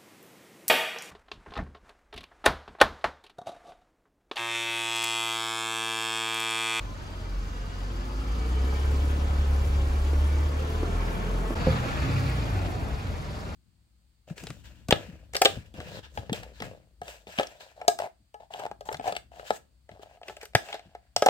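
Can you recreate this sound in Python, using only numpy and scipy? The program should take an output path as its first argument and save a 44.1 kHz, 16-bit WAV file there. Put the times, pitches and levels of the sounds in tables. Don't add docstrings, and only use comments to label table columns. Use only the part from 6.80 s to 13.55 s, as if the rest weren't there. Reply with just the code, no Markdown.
import sys
import numpy as np
from scipy import signal
from scipy.fft import rfft, irfft, next_fast_len
from scipy.io import wavfile

SR = 44100
rng = np.random.default_rng(int(sys.argv[2]) if len(sys.argv) > 2 else 0)


def transcribe(signal):
    frames = np.atleast_2d(signal).T
    limited = np.clip(frames, -1, 1)
    pcm = np.round(limited * 32767).astype(np.int16)
    wavfile.write(sys.argv[1], SR, pcm)


N = 297675

CHANGE_S, FADE_OUT_S, FADE_IN_S = 4.748, 0.0033, 0.011
T = np.arange(N) / SR
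FIRST = T < CHANGE_S

# (time [s], crank cycle [Hz], 1st order [dB], 2nd order [dB], upper orders [dB])
DEPARTING_CAR = [(0.0, 22.94, -53, -37, -55), (0.22, 22.5, -54, -43.5, -53.5),
                 (0.57, 21.8, -48, -28.5, -55), (0.7, 21.83, -46, -42, -50), (0.82, 22.37, -47, -34, -51),
                 (0.95, 22.96, -50, -37, -58), (1.08, 23.6, -53, -31.5, -53), (1.261, 24.31, -57, -31, -55),
                 (1.52, 27.1, -59, -28.5, -45.5), (1.731, 31.4, -45, -26, -44),
                 (2.02, 34.91, -35, -24.5, -46), (2.38, 35.55, -35, -24.5, -44),
                 (3.03, 34.8, -32.5, -24.5, -48), (3.47, 36.2, -36, -20.5, -50.5),
                 (3.76, 37.06, -41, -29, -46.5), (4.16, 40.48, -26.5, -32.5, -45),
                 (4.361, 42.46, -35.5, -42, -50.5), (4.549, 43.47, -27.5, -50, -47),
                 (4.75, 41.67, -31.5, -50, -47)]
# (order [multiple of crank cycle], level added to the upper orders [dB])
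DEPARTING_UPPER_ORDERS = [(3, -1), (4, 0), (5, -8.5), (6, -5), (7, -7), (8, -10), (9, -9), (10, -11),
                          (11, -7)]
# (time [s], crank cycle [Hz], 1st order [dB], 2nd order [dB], upper orders [dB])
ARRIVING_CAR = [(4.75, 41.27, -37, -33, -61), (4.9, 39.82, -32.5, -25.5, -32.5),
                (5.081, 37.22, -44, -40.5, -43), (5.22, 34.32, -45, -27, -47), (5.37, 33.4, -52, -34, -35),
                (5.548, 30.1, -47, -30, -36), (5.75, 25.23, -53, -35, -34.5), (5.989, 21.9, -64, -42, -41),
                (6.28, 21.32, -63, -41, -39), (6.75, 21.54, -64, -50, -46)]
# (order [multiple of crank cycle], level added to the upper orders [dB])
ARRIVING_UPPER_ORDERS = [(3, -1.5), (4, 0), (5, -5), (6, -17), (7, -14)]
BOOM_HZ, BOOM_WIDTH_HZ = 98.5, 6.6

# (time [s], engine hiss [dB], treble fizz [dB])
STREET_BRIGHT = [(0.0, -57.5, -67), (0.85, -56.5, -65.5), (1.27, -56, -63), (1.97, -52, -57.5),
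                 (2.44, -53, -58.5), (3.09, -53, -58), (4.03, -52.5, -58), (4.5, -53.5, -57.5),
                 (4.74, -54.5, -58)]
# (time [s], engine hiss [dB], treble fizz [dB])
CORNER_BRIGHT = [(4.76, -58, -57), (4.97, -71, -56), (5.32, -53.5, -55.5), (5.75, -57.5, -58),
                 (6.1, -60.5, -60.5), (6.55, -54.5, -63.5), (6.75, -58.5, -64.5)]
# (level at cruise [dB], rise with crank speed [dB per dB], rise with treble [dB per dB])
STREET_FOLLOW = [(-40.5, 1.7, -0.6), (-39.5, 1.5, 0.12), (-44, 0.6, 0.34)]
# (level at cruise [dB], rise with speed [dB per dB], rise with treble [dB per dB])
CORNER_FOLLOW = [(-31.5, 0.24, 0.97), (-36, 1.22, 0.071), (-39, 0.65, 0.8)]
CRUISE_CYCLE_HZ, CRUISE_FIZZ_DB = 35, -57
RUMBLE_LUMPS_DB, LUMPS_PER_S = 1.2, 2.7
FLICKER_DB, FLICKERS_PER_S = 1.0, 10.0

# (frequency [Hz], relative density [dB per Hz])
STREET_RUMBLE_SHAPE = [(25, -23), (40, -10), (70, -1), (95, 1), (120, -2.5), (170, -7.5), (250, -12)]
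# (frequency [Hz], relative density [dB per Hz])
CORNER_RUMBLE_SHAPE = [(25, -23), (40, -8), (70, 2.5), (95, -1.5), (120, -2), (150, -5.5), (180, -13),
                       (220, -6.5), (260, -14)]
# (frequency [Hz], relative density [dB per Hz])
STREET_DRONE_SHAPE = [(130, -20), (200, -2.5), (300, 3), (450, 3), (600, 0), (900, -1.5), (1500, -10)]
# (frequency [Hz], relative density [dB per Hz])
CORNER_DRONE_SHAPE = [(130, -30), (185, -21), (225, -1), (270, -2), (350, -3.5), (520, -3.5), (750, -5.5),
                      (1000, -8.5), (1500, -18)]
# (frequency [Hz], relative density [dB per Hz])
STREET_ROAR_SHAPE = [(500, -39), (900, -4.5), (1300, 3.5), (1800, -1.5), (2350, -8), (3000, 0),
                     (3800, -22.5)]
# (frequency [Hz], relative density [dB per Hz])
CORNER_ROAR_SHAPE = [(500, -33), (900, -20), (1300, 3.5), (1800, -3), (2400, -5.5), (3000, -6.5),
                     (4000, -12), (6000, -18.5)]
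# (frequency [Hz], relative density [dB per Hz])
HISS_SHAPE = [(2000, -15), (3500, -1), (4700, 0), (6000, -5), (7000, -8), (8000, -13), (10000, -24)]
# (frequency [Hz], relative density [dB per Hz])
FIZZ_SHAPE = [(6000, -12), (8000, -1), (12000, 0), (14000, -3), (17000, -6)]

# (time [s], peak before panning [dB], ring share [factor on ring time], left minus right [dB])
NEAR_CLUNKS = [(4.868, -12, .5, 0), (4.8719, -6.3, .8, -2), (4.8836, -12, .7, -3)]
# (frequency [Hz], relative level [dB], undamped time to fall 60 dB [s])
LARGE_COVER_MODES = [(156, -4.5, .17), (195, -5, .1), (255, -4, .06), (350, -5, .04), (452, -6, .07),
                     (520, 2.5, .115), (640, -8, .035), (760, -14, .025)]
# (time [s], peak before panning [dB], ring share [factor on ring time], left minus right [dB])
FAR_KNOCKS = [(3.3295, -22.5, .5, -3), (4.0297, -17, .45, -.5), (4.704, -19.5, .8, -2)]
# (frequency [Hz], relative level [dB], undamped time to fall 60 dB [s])
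SMALL_COVER_MODES = [(240, -3, .06), (340, 0, .07), (450, -3, .045), (600, -6, .03), (780, -8, .02),
                     (1100, -10, .015)]

# (time [s], level [dB])
WHINE_LEVEL = [(0.0, -64), (1.15, -60), (1.55, -51.5), (1.8, -45.5), (2.4, -49), (2.7, -61), (3.5, -50),
               (3.9, -44), (4.4, -48.5), (4.48, -50), (4.74, -50)]
WHINE_HZ, WHINE_WIDTH_HZ = 440, 15
# (time at the top [s], length [s], level [dB])
SQUEAL_CHIRPS = [(1.48, .08, -55), (1.63, .2, -53.5), (1.78, .14, -55), (1.905, .05, -47.5),
                 (1.945, .07, -48.5), (2.06, .26, -54.5), (3.56, .25, -55), (4.23, .12, -52)]
CHIRP_HZ, CHIRP_WIDTH_HZ = 2290, 45
# (time at the top [s], length [s], centre [Hz], width [Hz], level [dB])
BAND_SWELLS = [(0.094, 0.18, 1030, 37, -51), (0.75, 1.43, 1260, 37, -58.5), (0.8, 1.4, 1530, 58, -57),
               (0.35, .7, 4700, 360, -62), (1.104, 2.9, 4760, 620, -60.5), (1.599, 1.4, 1254, 170, -48.5),
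               (1.8, 1.2, 3050, 350, -57.5), (3.0005, 1.07, 2340, 83, -60), (3.56, .5, 2090, 810, -52.5),
               (4.33, 0.6, 2350, 500, -52), (4.36, .6, 1600, 500, -52), (4.285, 0.04, 1600, 3400, -37),
               (4.222, .04, 1700, 2900, -40), (4.86, 0.24, 4600, 500, -50), (5.4, 0.85, 4760, 670, -57),
               (4.874, 0.27, 1370, 180, -42), (5.367, .014, 2300, 1200, -38),
               (4.43, 0.017, 1570, 1130, -40), (5.15, 0.76, 1340, 240, -45), (5.4, 1.1, 2380, 490, -50),
               (5.9, 0.84, 743, 270, -41.5), (5.85, 0.68, 380, 120, -44.5), (6.2, 1.06, 61.2, 9.8, -41.5),
               (6.3, 0.92, 94, 11.7, -49)]
# (start [s], end [s], start pitch [Hz], end pitch [Hz], level [dB])
SLIDING_TONES = [(0.62, 1.1, 2785, 2900, -64), (1.4, 1.8, 2790, 2780, -66), (1.051, 1.51, 240, 270, -45),
                 (1.03, 1.57, 340, 366, -50), (1.1, 1.65, 122, 127, -48), (2.7, 3.08, 78, 102, -35.5),
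                 (4.42, 4.84, 440, 438, -43.5), (4.02, 4.45, 390, 420, -47.5)]
# (pitch [Hz], level at first [dB], midway [dB], at last [dB])
IDLING_HUMS = [(43.5, -48, -36, -44), (58.8, -48.5, -46, -55), (68.6, -54, -45, -70),
               (81.1, -63, -42.5, -51.5), (92.3, -45, -49, -63)]

# (lag [s], level [dB], wander of the lag [s])
WALL_ECHOES = [(.0039, -12, .0005), (.0071, -13, .0009), (.0128, -16, .0015)]
# (centre [Hz], width [Hz], change [dB])
STREET_TINT = [(2140, 120, -2), (2330, 210, 2), (2580, 140, 0), (3530, 430, -1), (4700, 350, 2.5),
               (5420, 260, -1), (5880, 250, 1), (6320, 350, 5), (7200, 740, 3)]
# (centre [Hz], width [Hz], change [dB])
CORNER_TINT = [(410, 91, 1), (2450, 190, 2.5), (3050, 360, -1), (4640, 540, 2), (5300, 300, -1),
               (5800, 500, -1.5), (7530, 510, 2.5)]
# (frequency [Hz], share common to both [0-1])
SIDE_LIKENESS = [(60, 0.9), (130, 0.85), (290, 0.88), (640, 0.25), (1400, 0.5), (2400, 0.55), (4500, 0.5),
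                 (7000, 0.4), (9500, 0.88), (15000, 0.82)]
# (frequency [Hz], lag [s])
RIGHT_LAG = [(100, .0001), (400, .0002), (780, .00015), (1460, .00034), (1900, .00045), (2400, .00044),
             (3000, .0004), (3300, 0), (8000, 0), (9500, -.00018), (12500, -.00018), (14000, -.00025),
             (16000, -.00025)]
# (frequency [Hz], left minus right [dB])
SIDE_BALANCE = [(60, 6), (110, -0.8), (200, -5), (380, 0.5), (700, 3), (1290, 0.4), (2380, 0.5),
                (4400, 2.5), (8120, -0.5), (15000, 1.5)]
CUTOFF_HZ = 15750


def from_db(db):
    return 10 ** (np.asarray(db) / 20)


def rms_one(x):
    return x / np.sqrt(np.mean(x ** 2) + 1e-20)


def in_time(rows):
    s, *columns = np.transpose(rows)
    return np.array([np.interp(T, s, c) for c in columns])


def at_hz(points, hz):
    point_hz, values = np.array(points).T
    return np.interp(np.log(hz), np.log(point_hz), values)


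def drift(rate):
    r = np.exp(-80 * np.pi * rate / SR)
    slow = signal.lfilter([1], [1, -2 * r, r * r], rng.standard_normal(N // 40 + 4002))[4000:]
    return np.interp(np.arange(N) / 40, np.arange(len(slow)), rms_one(slow))


def ring(x, hz, t60):
    r, w = from_db(-60 / (t60 * SR)), 2 * np.pi * hz / SR
    return signal.lfilter([0, np.sin(w)], [1, -2 * r * np.cos(w), r * r], x + 1e-18)


def two_sides(common, own, hz):
    alike = np.clip(at_hz(SIDE_LIKENESS, hz), 0, 1)
    late = np.roll(common, round(at_hz(RIGHT_LAG, hz) * SR))
    right = alike * late + np.sqrt(1 - alike ** 2) * own
    lean = from_db(at_hz(SIDE_BALANCE, hz) / 2)
    return np.array([lean * common, right / lean])


def narrow_noise(hz, width_hz, count):
    t60 = 2.2 / width_hz
    once = ring(rng.standard_normal((2, count)), hz, t60)
    pair = rms_one(ring(once, hz, t60))
    return two_sides(*pair, hz)


def engine(curves, orders, waver_db, wobble, boom_db):
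    cycle_hz, first_db, second_db, upper_db = in_time(curves)
    turn = 2 * np.pi * np.cumsum(cycle_hz) / SR
    out = from_db(first_db) * np.sin(turn + 1)
    out += from_db(second_db + 1.0 * drift(3.0)) * np.sin(2 * turn + 0.073 * drift(6.5))
    for order, level_db in orders:
        boom = boom_db * np.exp(-((order * cycle_hz - BOOM_HZ) / BOOM_WIDTH_HZ) ** 2)
        gain = from_db(upper_db + level_db + boom + waver_db * drift(3.6))
        out += gain * np.sin(order * turn + wobble * drift(2.9))
    return np.sqrt(2) * out, turn


def noise_levels(bright, follow, car):
    hiss_db, fizz_db = in_time(bright)
    speed_db = 20 * np.log10(in_time(car)[0] / CRUISE_CYCLE_HZ)
    treble_db = fizz_db - CRUISE_FIZZ_DB
    rolling = [db + fast * speed_db + near * treble_db for db, fast, near in follow]
    return np.array(rolling + [hiss_db, fizz_db])


def band_power(shapes, hz, widths):
    rows = []
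    for shape in shapes:
        inside = (hz > shape[0][0] * .8) * (hz < shape[-1][0] * 1.2)
        rows.append(from_db(at_hz(shape, hz)) ** 2 * inside)
    power = np.array(rows)
    return power / (power * widths).sum(axis=1, keepdims=True)


def car_noise(turn):
    street_db = noise_levels(STREET_BRIGHT, STREET_FOLLOW, DEPARTING_CAR)
    corner_db = noise_levels(CORNER_BRIGHT, CORNER_FOLLOW, ARRIVING_CAR)
    powers = from_db(np.where(FIRST, street_db, corner_db)) ** 2
    powers[0] *= from_db(RUMBLE_LUMPS_DB * drift(LUMPS_PER_S)) ** 2
    powers[2] *= from_db(np.where(FIRST, .7, 1.0) * drift(75)) ** 2
    powers[4] *= from_db(FLICKER_DB * drift(FLICKERS_PER_S)) ** 2
    powers[3:] *= from_db(1.0 * np.sin(turn)) ** 2

    edges = 22 * 2 ** (np.arange(30) / 3)
    mid_hz, widths = np.sqrt(edges[1:] * edges[:-1]), np.diff(edges)
    street_shapes = (STREET_RUMBLE_SHAPE, STREET_DRONE_SHAPE, STREET_ROAR_SHAPE, HISS_SHAPE, FIZZ_SHAPE)
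    corner_shapes = (CORNER_RUMBLE_SHAPE, CORNER_DRONE_SHAPE, CORNER_ROAR_SHAPE, HISS_SHAPE, FIZZ_SHAPE)
    street = band_power(street_shapes, mid_hz, widths)
    corner = band_power(corner_shapes, mid_hz, widths)

    cut = FIRST.sum()
    white = rng.standard_normal((2, 2, N))
    together_db = 0.11 * drift(2.1)
    out = 0
    for k, hz in enumerate(mid_hz):
        band = signal.butter(2, edges[k:k + 2], "band", fs=SR, output="sos")
        pair = signal.sosfilt(band, white[k % 2])
        power = np.r_[street[:, k] @ powers[:, :cut], corner[:, k] @ powers[:, cut:]]
        gain = np.sqrt(power * SR / 2) * from_db(together_db + 1.09 * drift(19.5))
        out = out + gain * two_sides(*pair, hz)
    return out


def knocks(blows, modes, sign, count):
    out, span = np.zeros((2, N)), int(.3 * SR)
    click = np.zeros(span)
    click[:count] = np.hanning(count)
    chance_db = rng.normal(0, 1.0, (len(blows), len(modes)))
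    for (s, peak_db, share, pan_db), own_db in zip(blows, chance_db):
        blow = np.zeros(span)
        for k, (hz, db, t60) in enumerate(modes):
            mode = ring(click, hz, t60 * np.clip(share, .1, 2))
            blow += from_db(db + own_db[k]) * mode * sign ** k
        at = round(s * SR)
        side_db = peak_db + np.array([[pan_db], [-pan_db]]) / 2
        out[:, at:at + span] += from_db(side_db) * blow / np.abs(blow).max()
    return out


def whine():
    level_db = in_time(WHINE_LEVEL)[0] + 2.0 * drift(6.4)
    return from_db(level_db) * narrow_noise(WHINE_HZ, WHINE_WIDTH_HZ, count=N) * FIRST


def chirps_and_swells():
    chirps = [(s, length, CHIRP_HZ, CHIRP_WIDTH_HZ, db) for s, length, db in SQUEAL_CHIRPS]
    out = np.zeros((2, N))
    for s, length, hz, width_hz, level_db in BAND_SWELLS + chirps:
        span = round(length * SR)
        start = int(np.clip(round(s * SR) - span // 2, 0, N - span))
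        swell = np.hanning(span) * narrow_noise(hz, width_hz, count=span)
        out[:, start:start + span] += from_db(level_db) * swell
    return out


def glides():
    out = 0
    for start, end, start_hz, end_hz, level_db in SLIDING_TONES:
        way = np.clip((T - start) / (end - start), 0, 1)
        turn = 2 * np.pi * np.cumsum(start_hz + (end_hz - start_hz) * way) / SR
        fade = np.sqrt(2 * np.sin(np.pi * way))
        out = out + fade * from_db(level_db + 1.9 * drift(8.0)) * np.sin(turn + .3 * drift(10.0))
    return out


def idling():
    out = 0
    for hz, *level_db in IDLING_HUMS:
        gain = from_db(np.interp(T, [0, CHANGE_S * 0.56, CHANGE_S], level_db) + 2.5 * drift(4.8))
        out = out + np.sqrt(2) * gain * np.sin(2 * np.pi * hz * T + 1.7 * drift(0.67))
    return out


def walls(x):
    at, out = np.arange(N), x.copy()
    for lag_s, level_db, wander_s in WALL_ECHOES:
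        read = at - SR * (lag_s + wander_s * drift(.4))
        out += from_db(level_db) * x[:, np.abs(read).astype(int)]
    out /= np.sqrt(1 + sum(from_db(echo[1]) ** 2 for echo in WALL_ECHOES))

    size = next_fast_len(N)
    hz, spectrum = np.fft.rfftfreq(size, 1 / SR), rfft(out, size)
    places = []
    for tint in (STREET_TINT, CORNER_TINT):
        tint_db = sum(db * np.exp(-((hz - f) / w * 2) ** 2) for f, w, db in tint)
        places.append(irfft(spectrum * from_db(tint_db), size)[:, :N])
    return np.where(FIRST, *places)


def scene():
    leaving, leaving_turn = engine(DEPARTING_CAR, DEPARTING_UPPER_ORDERS, waver_db=2.5, wobble=0.6, boom_db=-1.0)
    coming, coming_turn = engine(ARRIVING_CAR, ARRIVING_UPPER_ORDERS, waver_db=3.2, wobble=1.2, boom_db=4.5)
    hum = np.where(FIRST, leaving + idling() + glides(), coming)
    noise = walls(car_noise(np.where(FIRST, leaving_turn, coming_turn)))
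    squeaks = whine() + chirps_and_swells()
    far = knocks(FAR_KNOCKS, SMALL_COVER_MODES, -1.13, count=18)
    near = knocks(NEAR_CLUNKS, LARGE_COVER_MODES, 0.87, count=40)
    dip = np.clip(np.abs(T - CHANGE_S) / np.where(FIRST, FADE_OUT_S, FADE_IN_S), 0, 1)
    return (hum + noise + squeaks + far + near) * dip


def record(dry):
    bass_cut = signal.sosfilt(signal.butter(2, 25, "high", fs=SR, output="sos"), dry)
    return signal.sosfilt(signal.ellip(12, .5, 70, CUTOFF_HZ, fs=SR, output="sos"), bass_cut)


dry = scene()
out = record(dry)
transcribe(out)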